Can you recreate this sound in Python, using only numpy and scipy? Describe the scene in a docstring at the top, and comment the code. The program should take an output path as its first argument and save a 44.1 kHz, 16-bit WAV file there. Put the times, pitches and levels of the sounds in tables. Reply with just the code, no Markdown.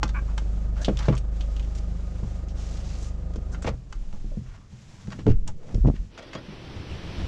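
"""Inside a parked pickup a four-cylinder diesel idles amid clicks, dull knocks and short rubbing noises.
The engine is switched off, the locks spring open and the crank rocks to rest.
The door latch lets go, the door bumps free of its seal and the street air comes in.
The engine is a sum of firing orders with pulsed noise; struck parts are decaying modes with noise bursts;
creaks are stick-slip pulses in resonances or trembling tones, and rubs and air are coloured noise."""
import sys
import numpy as np
from scipy import signal
from scipy.fft import rfft, irfft, next_fast_len
from scipy.io import wavfile
from scipy.ndimage import uniform_filter1d

SR = 44100
rng = np.random.default_rng(int(sys.argv[2]) if len(sys.argv) > 2 else 0)


def log_audio(samples):
    """Write samples as a 16-bit WAV file to the path given in sys.argv[1]."""
    # one column per channel
    frames = np.atleast_2d(samples).T
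    # limit to full scale, then quantise
    limited = np.clip(frames, -1, 1)
    pcm = np.round(limited * 32767).astype(np.int16)
    wavfile.write(sys.argv[1], SR, pcm)


N = 320607
T = np.arange(N) / SR
HIT_T = T[:SR // 2]  # time since a blow, s


def undb(db):
    """Logarithmic level: decibels to amplitude gain."""
    return 10 ** (np.asarray(db) / 20)


def unit(x):
    """Power normalisation: scale to rms 1."""
    return x / np.sqrt(np.mean(x ** 2))


def peak(x):
    """Peak normalisation: scale to peak 1."""
    return x / np.abs(x).max()


def colour(x, points):
    """Spectral shaping: filter by (Hz, dB) points joined along log frequency."""
    hz, db = np.transpose(points)
    size = next_fast_len(len(x))
    f = np.maximum(np.fft.rfftfreq(size, 1 / SR), 1)
    gain = undb(np.interp(np.log(f), np.log(hz), db))
    return irfft(rfft(x, size) * gain, size)[:len(x)]


def noise(points, size=N):
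    """Random excitation: coloured noise of rms 1, so only the shape of the spectrum counts."""
    return unit(colour(rng.standard_normal(size), points))


def resonate(x, hz, width_hz):
    """Simple resonance: one second-order peak, gain 1 at its centre."""
    return signal.lfilter(*signal.iirpeak(min(hz, SR / 3), hz / width_hz, fs=SR), x)


def walk(rate):
    """Random modulation: new values at this rate in Hz joined by straight lines, rms near 1.4."""
    k = int(SR / rate)
    steps = np.repeat(rng.standard_normal(N // k + 1), k)[:N]
    return 1.7 * uniform_filter1d(steps, k)


def ramp(s, takes_s):
    """Linear transition: a straight rise from 0 to 1 that starts at time s."""
    return np.clip((T - s) / max(takes_s, .001), 0, 1)


def swell(s, length, attack_s, release_s):
    """Amplitude envelope: attack, hold until the length is over, release."""
    return ramp(s, attack_s) * (1 - ramp(s + length, release_s))


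def fade(t60):
    """Exponential decay: the level falls 60 dB in t60 seconds."""
    return np.exp(-np.log(1000) * HIT_T / max(t60, .003))


def add(out, s, x):
    """Superposition: mix a sound in at time s."""
    i = max(int(s * SR), 0)
    out[i:i + len(x)] += x[:N - i]


# Crank speed. Each row: time in seconds, firing rate in Hz.
CRANK = [(0, 25.41), (1.2, 25.32), (2.4, 25.23), (3.72, 25.24), (3.89, 22.4), (3.98, 17), (4.6, 14)]
# Idle boom at firing orders 1 to 3. Each row: level in dB, change once the driver leans forward in dB.
BOOM = [(-36, -2), (-25, -6), (-38, 1.5)]
# Weaker firing orders. Each row: multiple of the firing rate, level in dB.
ORDERS = [(1.5, -49.5), (4, -46), (4.5, -55), (5, -55), (5.5, -56.5), (6, -52.5), (6.5, -57), (7, -48),
          (8, -58), (9, -58.5), (11, -64), (12, -62.5), (15, -65.5), (20, -64), (22, -63), (25, -69.5),
          (29, -66), (32, -69.5)]
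# Diesel knock heard through the bulkhead. Each row: frequency in Hz, relative level in dB per Hz.
CLATTER = [(30, 2), (110, -2), (180, -4.5), (270, -9.5), (450, -13.5), (620, -13.5), (900, -23.5),
           (1250, -25), (1450, -26), (2500, -37.5), (5000, -43)]
LEAN_S, LEAN_TAKES_S = 1.59, 0.66  # the driver leans towards the start button
KEY_OFF_S, CUT_TAKES_S, COAST_DB = 3.74, 0.045, -12  # the fuel is cut and the engine coasts
STALL_S, STALL_DB_PER_S = 4.43, 86.5  # the last compression; the shaking dies away
FIRST_FIRING_S = .0266
STROKE_SCATTER_DB = 0.57  # per unit of wander: no two strokes weigh quite the same
WHINE_ORDER = 49  # gear whine, as a multiple of the firing rate
WHINE_DB, WHINE_FLUTTER_HZ = -65, 40  # backlash roughens the whine


def engine(knock_db=-42.5, scatter_db=-0.5):
    """Harmonic excitation: firings shake the cabin at multiples of their rate, with pulsed knock and gear whine."""
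    s, hz = np.transpose(CRANK)
    rate = np.interp(T, s, hz)
    coast_db = COAST_DB * ramp(KEY_OFF_S, CUT_TAKES_S)
    effort = undb(coast_db - STALL_DB_PER_S * np.maximum(T - STALL_S, 0))
    lean = ramp(LEAN_S, LEAN_TAKES_S)
    angle = 2 * np.pi * (np.cumsum(rate) / SR - rate[0] * FIRST_FIRING_S)
    lurch = angle + 0.04 * walk(12.0)  # the block rocks unevenly on its mounts

    boom, drone = np.zeros(N), np.zeros(N)
    for order, (db, lean_db) in enumerate(BOOM, 1):
        level = undb(db + lean_db * lean + STROKE_SCATTER_DB * walk(25))
        boom -= level * np.sin(order * lurch)
    for order, db in ORDERS:
        drone += undb(db + 2 * walk(9)) * np.cos(order * angle + rng.uniform(0, 2 * np.pi))

    gate = unit(np.exp(.35 * np.cos(angle)) * undb(scatter_db * walk(25)))  # swells at each firing
    knock = undb(knock_db) * gate * noise(CLATTER)
    flutter = walk(WHINE_FLUTTER_HZ) + 1j * walk(WHINE_FLUTTER_HZ)
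    whine = undb(WHINE_DB) * unit(np.real(flutter * np.exp(1j * WHINE_ORDER * angle)))
    return effort * (np.sqrt(2) * (boom + drone) + knock + whine)  # sqrt(2): sine levels are rms


# Stretches of louder hiss and low rumble. Each row: start in seconds, length in seconds, hiss in dB,
# rumble in dB.
SURGES = [(0.104, 0.52, -54, -42.5), (0.726, 0.4, -50.5, -46), (1.298, 1.09, -53.5, -65),
          (2.532, 0.52, -48.5, -65), (3.12, 0.67, -60.5, -47), (3.866, 0.74, -58, -46.5),
          (4.668, 0.52, -54, -48.5), (5.028, 0.49, -69, -37.5), (5.62, 0.4, -57, -39)]
# Spectrum of hiss, also used for short noises and the cabin's tail. Each row: frequency in Hz,
# relative level in dB per Hz.
HISS_COLOUR = [(200, 7), (700, 6), (1500, 2.5), (2600, 2), (4300, -0.5), (6000, 1), (7400, -1.5),
               (10000, -1), (15000, 3)]
# Spectrum of low rumble, also used for wind. Each row: frequency in Hz, relative level in dB per Hz.
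RUMBLE_COLOUR = [(15, 0), (35, -7), (85, 3), (130, -2), (190, -4), (300, -16.5), (600, -30.5), (1500, -57)]
SURGE_ATTACK_S, SURGE_RELEASE_S = 0.054, 0.11
FLOOR_HISS_DB, FLOOR_RUMBLE_DB = -61.5, -50.5  # the closed cabin between the louder stretches


def cabin_noise(uneven_db=0.67, flicker_db=0.5):
    """Addition of powers: over a faint floor, the hiss and rumble rise and fall together."""
    hiss, rumble = undb(FLOOR_HISS_DB), undb(FLOOR_RUMBLE_DB)
    for s, length, hiss_db, rumble_db in SURGES:
        surge = swell(s, length, SURGE_ATTACK_S, SURGE_RELEASE_S)
        hiss = np.hypot(hiss, undb(hiss_db) * surge)
        rumble = np.hypot(rumble, undb(rumble_db) * surge)
    unevenness = undb(uneven_db * walk(8.8) + flicker_db * walk(60))
    return hiss * unevenness * noise(HISS_COLOUR) + rumble * noise(RUMBLE_COLOUR)


# Modes of the plastic catches. Each row: frequency in Hz, level in dB, t60 in seconds.
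CATCH = [(434, -2.5, .07), (700, -13.5, 0.024), (883, 4, 0.024), (1009, 3.5, 0.023), (1228, -4, .04),
         (1348, 0.5, 0.038), (1541, 2.5, 0.031), (1800, -6, 0.042), (2110, -0.5, 0.029), (2588, -2, 0.057),
         (3085, 1, 0.042), (3785, -4, 0.034), (4600, 1, .045), (6560, 3.5, .04)]


def catch(body_hz, focus_db):
    """Modal vibration: a plastic catch rings, losing focus_db per octave away from its own pitch."""
    tone = np.zeros(len(HIT_T))
    for hz, db, t60 in CATCH:
        level = undb(db - focus_db * abs(np.log2(hz / body_hz)))
        detuned_hz = hz * (1 + 0.014 * rng.standard_normal())
        phase = rng.uniform(0, 2 * np.pi)
        tone += level * fade(t60) * np.sin(2 * np.pi * detuned_hz * HIT_T + phase)
    return peak(tone)


# Sharp clicks of switches and catches. Each row: start in seconds, peak of the scatter in dB,
# body in dB relative to the scatter, Hz that the scatter favours, t60 in seconds, Hz that the body favours.
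CLICKS = [(0.031, -16.5, 7.5, 4800, 0.043, 930), (0.079, -34, -12, 4500, 0.044, 4500),
          (.092, -31.5, -1, 4140, 0.06, 1390), (0.378, -27, -1, 6560, 0.052, 1400),
          (0.381, -28.5, 4, 3760, 0.061, 1050), (0.8468, -17.5, -5.5, 3900, 0.071, 3800),
          (.972, -25, -13, 3540, 0.031, 3700), (.990, -22.5, -6, 4960, 0.052, 1900),
          (1.128, -44, 9, 1000, .03, 900), (1.141, -45, 11, 1200, .03, 1100),
          (1.152, -30, -7, 6560, 0.046, 1200), (1.168, -32.5, -5, 3000, 0.035, 2500),
          (1.178, -24.5, -14, 8300, 0.049, 4500), (1.408, -31.5, -5, 3340, 0.085, 3200),
          (1.565, -34.5, -6, 3100, 0.074, 3100), (1.596, -33.5, -7, 2930, 0.048, 3000),
          (1.627, -43, -8, 3100, 0.039, 3000), (1.647, -40, -11, 3100, 0.034, 3000),
          (1.751, -33, -26, 7150, 0.12, 6500), (2.485, -40.5, -18, 5350, 0.2, 5000),
          (3.337, -43, -5, 5500, 0.031, 1500), (3.359, -36, -4, 6500, 0.055, 1200),
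          (3.546, -43.5, 10, 1500, 0.044, 1410), (3.623, -29.5, -5, 7440, 0.11, 1500),
          (3.645, -34.5, 4, 2000, 0.056, 1300), (3.926, -34.5, 3, 6850, 0.039, 1410),
          (3.929, -45, 0, 4500, 0.046, 2780), (4.128, -40.5, -3, 800, .05, 800),
          (5.073, -36.5, -9, 1500, 0.046, 800), (5.104, -38, -2, 5000, .05, 1400),
          (5.121, -35, -5, 5000, 0.054, 1500), (5.266, -33.5, 9.5, 2000, 0.045, 1250),
          (5.316, -35.5, 6, 2300, 0.025, 1500), (5.477, -22.5, -20, 7750, 0.042, 1090),
          (5.746, -34, -7, 5040, 0.035, 1900), (5.871, -42.5, -2, 5950, 0.076, 1400),
          (6.177, -37, 4, 1700, 0.061, 1300), (6.332, -36, 6, 1900, 0.045, 1900),
          (6.351, -29, -2.5, 3700, 0.024, 3670)]
# Spectrum of the bright scatter. Each row: frequency in Hz, relative level in dB per Hz.
CLICK_COLOUR = [(500, -27), (1200, -5), (2200, 0.5), (3100, 5), (4000, 1.5), (4800, -3), (5600, 2.5),
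                (7200, -2.5), (9000, -2), (15000, -3.5)]
# Spectrum of contact noise, also used by crack(). Each row: frequency in Hz, relative level in dB per Hz.
CRACK_COLOUR = [(150, 3.5), (600, -3), (1150, -7.5), (1900, -15), (2900, -12.5), (4500, -16), (7000, -17.5),
                (14000, -36)]


def clicks(snap_db=3, snap_t60=0.003, grit_db=-9, focus_db=6, sharpness=2.5, body_focus_db=8.5):
    """Impulsive excitation: a hard snap, a bright scatter coloured by the part, and the modes of the catch."""
    out = np.zeros(N)
    for s, db, body_db, hz, t60, body_hz in CLICKS:
        decay = fade(t60) + undb(snap_db) * fade(snap_t60)
        burst = noise(CLICK_COLOUR, len(HIT_T)) * decay
        tick = peak(burst + undb(focus_db) * resonate(burst, hz, hz / sharpness))
        grit = peak(noise(CRACK_COLOUR, len(HIT_T)) * fade(t60))
        body = peak(catch(body_hz, body_focus_db) + undb(grit_db) * grit)
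        add(out, s, undb(db) * (tick + undb(body_db) * body))
    return out


def cabin(x, wet_db=-10, t60=0.12):
    """Reverberation: glass and upholstery return a very short diffuse tail."""
    tail = noise(HISS_COLOUR, len(HIT_T)) * fade(t60) * (HIT_T > .003)
    return x + undb(wet_db) * signal.fftconvolve(x, tail / np.linalg.norm(tail))[:N]


def ring(modes):
    """Modal superposition: struck (Hz, dB, t60) modes, slightly detuned at each blow."""
    detune = 1 + 0.017 * rng.standard_normal(len(modes))
    tone = np.zeros(len(HIT_T))
    for (hz, db, t60), d in zip(modes, detune):
        tone += undb(db) * fade(t60) * np.sin(2 * np.pi * hz * d * HIT_T)
    return tone


def softened(x, load_s=0.0025):
    """Compliant contact: a yielding surface takes a moment to load; the peak is 1."""
    return peak(x * (1 - np.exp(-HIT_T / load_s)))


def blow(modes, spot_hz, t60, focus_db):
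    """Selective excitation: modes lose focus_db per octave away from the pitch of the struck spot."""
    struck = [(hz, db - focus_db * abs(np.log2(hz / spot_hz)), share * t60) for hz, db, share in modes]
    return softened(ring(struck))


def crack(muffle_hz, t60):
    """Low-pass contact: the muffled burst of noise of a hard contact."""
    burst = noise(CRACK_COLOUR, len(HIT_T)) * fade(t60)
    muffle = signal.butter(2, min(muffle_hz, SR / 3), fs=SR)
    return softened(signal.lfilter(*muffle, burst))


# Dull knocks: trim, the locks releasing near 3.67 s, the engine stalling near 4.3 s. Each row:
# start in seconds, peak of the ringing in dB, crack in dB relative to it, Hz that the struck spot favours,
# thud in dB relative to the ringing, Hz that the thud favours.
KNOCKS = [(.036, -27.5, -14, 300, 7, 230), (.882, -11, -5.5, 583, 1, 250), (.892, -17, -11, 427, -0.5, 240),
          (1.083, -11.5, -1.5, 550, 3.5, 176), (1.103, -16, -17, 280, -17, 200),
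          (1.125, -23, -1, 402, -2, 190), (2.228, -29, -11, 313, 7, 165), (3.36, -24.5, -22, 348, -6, 200),
          (3.647, -23, 1.5, 526, -12, 140), (3.673, -18, 1.5, 640, -9, 90),
          (3.684, -21, -3, 515, -0.5, 134), (4.136, -33, -5.5, 218, -9, 130),
          (4.244, -28, -27, 227, -7, 150), (4.315, -39, -8, 700, -14, 300),
          (4.372, -21.5, -31, 184, -1.5, 87.6), (4.728, -46.5, -26, 200, 10.5, 114),
          (5.081, -24.5, -9, 195, -22, 153), (5.19, -27, -20, 280, -15, 200),
          (6.352, -29, 6, 613, 1.5, 230), (6.485, -30, -15, 190, -2, 165)]
# Modes of trim panels and cabin air. Each row: frequency in Hz, level in dB, t60 as a share of the knock's.
PANEL = [(89, -4, 1.9), (124.2, -2.5, 3.9), (159.4, 4, 1.44), (194.7, -1.5, 0.88), (263.6, -1, 0.74),
         (304, -3.5, 0.74), (341, -2.5, 0.56), (399, -10, 0.81), (442, -8.5, 0.74), (543, -7, 0.44),
         (601, -19.5, 0.5), (830, -26.5, 0.33)]
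KNOCK_T60_S = 0.074
THUD_LAG_S, THUD_T60_S = 0.00408, 0.086  # the thud comes just after the contact


def knocks(focus_db=13.5, muffle_ratio=4.35, crack_t60=0.047):
    """Panel vibration: each knock rings the panel modes, with brighter cracks at higher pitches, then a thud."""
    out = np.zeros(N)
    for s, db, crack_db, spot_hz, thud_db, thud_hz in KNOCKS:
        ringing = blow(PANEL, spot_hz, KNOCK_T60_S, focus_db)
        contact = ringing + undb(crack_db) * crack(muffle_ratio * spot_hz, crack_t60)
        add(out, s, undb(db) * contact)
        thud = blow(PANEL, thud_hz, THUD_T60_S, focus_db)
        add(out, s + THUD_LAG_S, undb(db + thud_db) * thud)
    return out


# A short plastic creak. Each row: start in seconds, length in seconds, level in dB.
CREAK = [(.142, 0.03, -33.5), (.181, 0.0059, -33.5)]
# Resonances of the creak. Each row: frequency in Hz, nominal width in Hz, level in dB.
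CREAK_MODES = [(1090, 140, -1), (1534, 59, 5.5), (2330, 98, -1.5)]
# The door stay scrapes as it swings. Each row: start in seconds, length in seconds, level in dB.
STAY = [(6.175, 0.018, -42), (6.217, 0.02, -48.5), (6.255, 0.077, -60), (6.33, 0.062, -44)]
# Resonances of the door stay. Each row: frequency in Hz, nominal width in Hz, level in dB.
STAY_MODES = [(594, 120, 7), (1350, 220, 0), (1850, 110, 0), (3360, 190, -7), (4850, 260, -10),
              (9960, 50, -10)]
SLIP_ATTACK_S, SLIP_RELEASE_S = 0.0087, 0.013  # creaks and gliding tones start and stop this quickly


def creak(strokes, modes, slip_hz, jitter):
    """Stick-slip friction: a part slips in quick uneven steps that ring its resonances."""
    steps = np.floor(np.cumsum(slip_hz * np.exp(jitter * walk(200))) / SR)
    pulses = np.diff(steps, prepend=0)
    tone = np.zeros(N)
    for hz, width_hz, db in modes:
        once = resonate(pulses, hz, 2 * width_hz)
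        tone += undb(db) * resonate(once, hz, 2 * width_hz)  # twice through, for steeper skirts
    level = sum(undb(db) * swell(s, length, SLIP_ATTACK_S, SLIP_RELEASE_S) for s, length, db in strokes)
    return unit(tone) * level


# Short band-limited noises: rubs, and a lock motor's whirr near 3.65 s. Each row: start in seconds,
# length in seconds, level in dB, centre in Hz, width in Hz.
SHORT_NOISES = [(0.263, 0.075, -54, 1050, 400), (0.746, 0.11, -51, 1110, 1010),
                (0.798, 0.055, -48, 5950, 6000), (0.968, 0.15, -45, 1280, 800),
                (1.007, 0.11, -53.5, 3300, 2500), (1.105, .05, -52, 1800, 1800),
                (1.757, 0.052, -54, 5500, 5000), (2.559, 0.27, -54, 5400, 4500),
                (2.828, 0.16, -53.5, 4460, 4000), (2.96, 0.15, -51.5, 7500, 5000),
                (2.225, .035, -57, 900, 130), (3.509, 0.074, -52.5, 1420, 400),
                (3.511, 0.044, -53, 7000, 3500), (3.651, 0.058, -41.5, 1890, 2380),
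                (3.654, .05, -39, 495, 250), (4.004, 0.074, -65, 750, 300), (4.118, 0.085, -63, 760, 300),
                (4.44, 0.16, -61, 1470, 905), (4.534, 0.035, -59.5, 750, 800),
                (4.57, 0.12, -66.5, 1171, 400), (4.9, 0.17, -67, 1100, 600),
                (5.103, 0.048, -45, 1180, 1180), (5.174, 0.059, -52.5, 1530, 1600),
                (5.266, 0.062, -48, 1990, 2500), (5.461, 0.052, -48.5, 850, 600),
                (5.579, 0.11, -64, 1150, 800), (5.672, 0.069, -54, 750, 807),
                (5.858, 0.037, -53, 2200, 1500), (5.927, 0.066, -56.5, 2000, 1600),
                (6.174, 0.033, -50.5, 2000, 2600), (6.217, 0.024, -56, 3000, 3000),
                (6.325, 0.033, -50, 2420, 2440)]


def short_noises(grain_db=2.0, edges_s=0.054):
    """Band-limited noise: each rub or whirr swells and dies through one resonance, with a fast uneven grain."""
    out = np.zeros(N)
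    grains = noise(HISS_COLOUR) * undb(grain_db * walk(250))
    for s, length, db, hz, width_hz in SHORT_NOISES:
        i, n = int(s * SR), int(length * SR)
        envelope = signal.windows.tukey(n, min(edges_s / length, 1))  # both edges together last edges_s
        add(out, s, undb(db) * unit(resonate(grains[i:i + n], hz, width_hz) * envelope))
    return out


# Gliding trembling tones: creaks, groans, and a falling chirp near 6.9 s, perhaps a bird. Each row:
# start in seconds, length in seconds, level in dB, first pitch in Hz, last pitch in Hz, tremble rate in Hz.
GLIDES = [(0.787, 0.043, -41.5, 540, 676, 179.8), (.79, 0.049, -50, 1380, 1750, 300),
          (1.031, 0.035, -48, 1360, 1700, 508), (1.125, 0.027, -40, 901, 1170, 498),
          (4.313, 0.024, -43, 579, 545, 45), (5.57, 0.17, -51.5, 415, 557, 420),
          (6.179, 0.031, -49, 760, 540, 200), (6.216, 0.028, -47.5, 734, 600, 68.5),
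          (6.283, 0.071, -57, 1960, 1880, 40), (6.194, 0.07, -61, 3250, 3420, 45.2),
          (6.32, 0.058, -54, 3420, 3290, 45.1), (6.225, .11, -66, 4760, 4600, 40.2),
          (6.891, .04, -50.5, 3080, 2580, 383)]


def glide(s, length, db, first_hz, last_hz, tremble_hz):
    """Amplitude and phase modulation: a tone on a gliding pitch whose strength and phase tremble."""
    hz = first_hz + (last_hz - first_hz) * ramp(s, length)
    tremble = 1 + walk(tremble_hz) + 1j * walk(tremble_hz)
    tone = unit(np.real(tremble * np.exp(2j * np.pi * np.cumsum(hz) / SR)))
    return undb(db) * tone * swell(s, length, SLIP_ATTACK_S, SLIP_RELEASE_S)


# The last compressions throw the block about on its mounts. Each row: start in seconds, peak in dB,
# frequency in Hz, t60 in seconds.
SHUDDERS = [(3.89, -35, 11, .25), (3.953, -25.5, 36, 0.45), (4.005, -28, 16, 0.35),
            (4.072, -25, 22.5, 0.34), (4.13, -23, 12.3, 0.33), (4.203, -23, 22, .25),
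            (4.246, -23, 33, 0.53), (4.311, -25, 30.4, 0.44), (4.48, -34, 33, 0.4)]
# Slow pressure swings as the door moves. Each row: start in seconds, peak in dB, frequency in Hz, t60 in seconds.
SWINGS = [(5.279, -11, 7.6, 0.87), (5.341, -15, 33, 0.34), (5.741, -16, 38.4, 0.34),
          (5.804, -9.5, 44, 0.44), (5.989, -20.5, 41, 0.16)]


def swings(table, rise_s=0.0066):
    """Damped oscillation: a heavy part lurches and pumps the cabin air."""
    out = np.zeros(N)
    for s, db, hz, t60 in table:
        push = 1 - np.exp(-(HIT_T / rise_s) ** 2)
        add(out, s, undb(db) * peak(push * fade(t60) * np.sin(2 * np.pi * hz * HIT_T)))
    return out


# Blows as the latch lets go and the door judders out of its seal. Each row: start in seconds,
# peak of the ringing in dB, contact in dB relative to it, Hz that the blow favours, t60 in seconds,
# Hz above which the seal muffles the contact.
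DOOR_BLOWS = [(5.26, -16, -30, 101, .082, 298), (5.268, -8, -13, 425, 0.1, 1200),
              (5.278, -7, -19, 290, 0.087, 700), (5.288, -8.5, -4, 200, 0.06, 800),
              (5.304, -7, -5.5, 115, 0.12, 600), (5.742, -21.5, -21, 260, 0.099, 900),
              (5.753, -15, -14, 126, 0.085, 700), (5.78, -18.5, -21, 151, 0.084, 600),
              (5.841, -14.5, -30, 110, .05, 200), (5.849, -16.5, 1, 172, 0.051, 1280),
              (5.857, -6.5, -10, 151, 0.039, 1300), (5.864, -12.5, -18, 129, .06, 297),
              (5.873, -6.5, -24, 180, .08, 700), (5.879, -12, -23, 280, 0.032, 500),
              (5.886, -9, -7.5, 300, 0.0345, 1100), (5.9, -9.5, -8, 197, 0.034, 1400),
              (5.94, -23.5, -15.5, 180, 0.05, 503)]
# Modes of the door. Each row: frequency in Hz, level in dB, t60 as a share of the blow's.
DOOR = [(51.4, -6.5, 0.82), (90.4, 9.5, 0.85), (117, 5.5, 0.82), (165.6, 6, 0.8), (195.6, 4, 0.8),
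        (239, 0, 0.81), (280, 2.5, 0.74), (323, -9.5, 0.82), (440, -3, 0.95), (522, -14.5, 0.94),
        (600, -19, 0.64), (782, -19, 0.71)]


def judders(focus_db=9.0, crack_t60=0.012, contact_s=0.00076, grit_db=-7):
    """Impact through a compliant seal: the door slips in uneven blows, each a short push that rings it."""
    out = np.zeros(N)
    press = HIT_T / contact_s
    push = peak(press * np.exp(-press) * (1 - press / 2))  # push, then recoil
    for s, db, contact_db, hz, t60, muffle_hz in DOOR_BLOWS:
        seal = signal.butter(4, min(muffle_hz, SR / 3), fs=SR)
        grit = undb(grit_db) * crack(muffle_hz, crack_t60)
        contact = peak(signal.lfilter(*seal, push + grit))
        add(out, s, undb(db) * (blow(DOOR, hz, t60, focus_db) + undb(contact_db) * contact))
    return out


# Spectrum of street noise. Each row: frequency in Hz, relative level in dB per Hz.
STREET_COLOUR = [(60, 6.5), (200, 3), (350, 4), (600, -5), (1000, -8.5), (1500, -11), (3100, -10.5),
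                 (4300, -16), (5800, -18.5), (6800, -34), (8500, -27), (15000, -13.5)]
# Gusts through the widening gap. Each row: start in seconds, length in seconds, level in dB.
GUSTS = [(6.743, 0.045, -35), (6.88, 0.056, -31.5), (7.023, 0.077, -35), (7.167, .09, -31)]
# Spectrum of the gusts. Each row: frequency in Hz, relative level in dB per Hz.
GUST_COLOUR = [(15, 2), (45, -0.5), (82, 8), (125, -2), (190, -2.5), (300, -43), (600, -30), (1500, -43)]
GUST_ATTACK_S, GUST_RELEASE_S = 0.017, 0.05
OPEN_S, OPEN_TAKES_S = 6.087, 0.066  # the door clears its frame
STREET_DB, STREET_DB_PER_S = -46, 8.5  # street noise grows as the gap widens
WIND_S, WIND_TAKES_S = 6.46, 0.23  # a gusty draught reaches the seat
WIND_DB, GUST_DB = -41, 1  # its level, and its change per unit of wander


def air(flicker_db=-0.35):
    """Transmission through an opening: cabin hiss and rumble give way to street noise and wind."""
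    gap = ramp(OPEN_S, OPEN_TAKES_S)
    since = np.maximum(T - OPEN_S, 0)
    street = noise(STREET_COLOUR) * undb(STREET_DB + STREET_DB_PER_S * since + flicker_db * walk(27))
    wind = noise(RUMBLE_COLOUR) * undb(WIND_DB + GUST_DB * walk(12)) * ramp(WIND_S, WIND_TAKES_S)
    gust_level = sum(undb(db) * swell(s, length, GUST_ATTACK_S, GUST_RELEASE_S) for s, length, db in GUSTS)
    gusts = noise(GUST_COLOUR) * gust_level
    return (1 - gap) * cabin_noise() + gap * (street + wind + gusts)


def scene():
    """Linear superposition: engine, clicks, knocks, door and air, heard from the driver's seat."""
    plastic_creak = creak(CREAK, CREAK_MODES, slip_hz=256.4, jitter=0.18)
    stay_scrape = creak(STAY, STAY_MODES, slip_hz=403, jitter=0.29)
    small_sounds = cabin(clicks() + knocks() + short_noises() + plastic_creak + stay_scrape)
    glides = sum(glide(*row) for row in GLIDES)
    door = cabin(judders(), wet_db=-14, t60=0.071) + swings(SWINGS)
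    return (engine() + swings(SHUDDERS) + small_sounds + door + glides + air())[None]


# The microphone behind its wind screen. Each row: frequency in Hz, gain in dB.
MICROPHONE = [(7400, -0.5), (8400, -10), (10000, -16), (12000, -28.5), (15000, -38.5)]
TOP_HZ = 15100


def record(dry):
    """Saturation and band limiting: the microphone rounds the loudest peaks and dulls the treble; the top is cut."""
    ceiling = .7
    rounded = ceiling * np.tanh(dry[0] / ceiling)
    heard = colour(rounded, MICROPHONE)
    return signal.sosfilt(signal.ellip(8, .2, 70, TOP_HZ, fs=SR, output="sos"), heard)[None]


dry = scene()
out = record(dry)
log_audio(out)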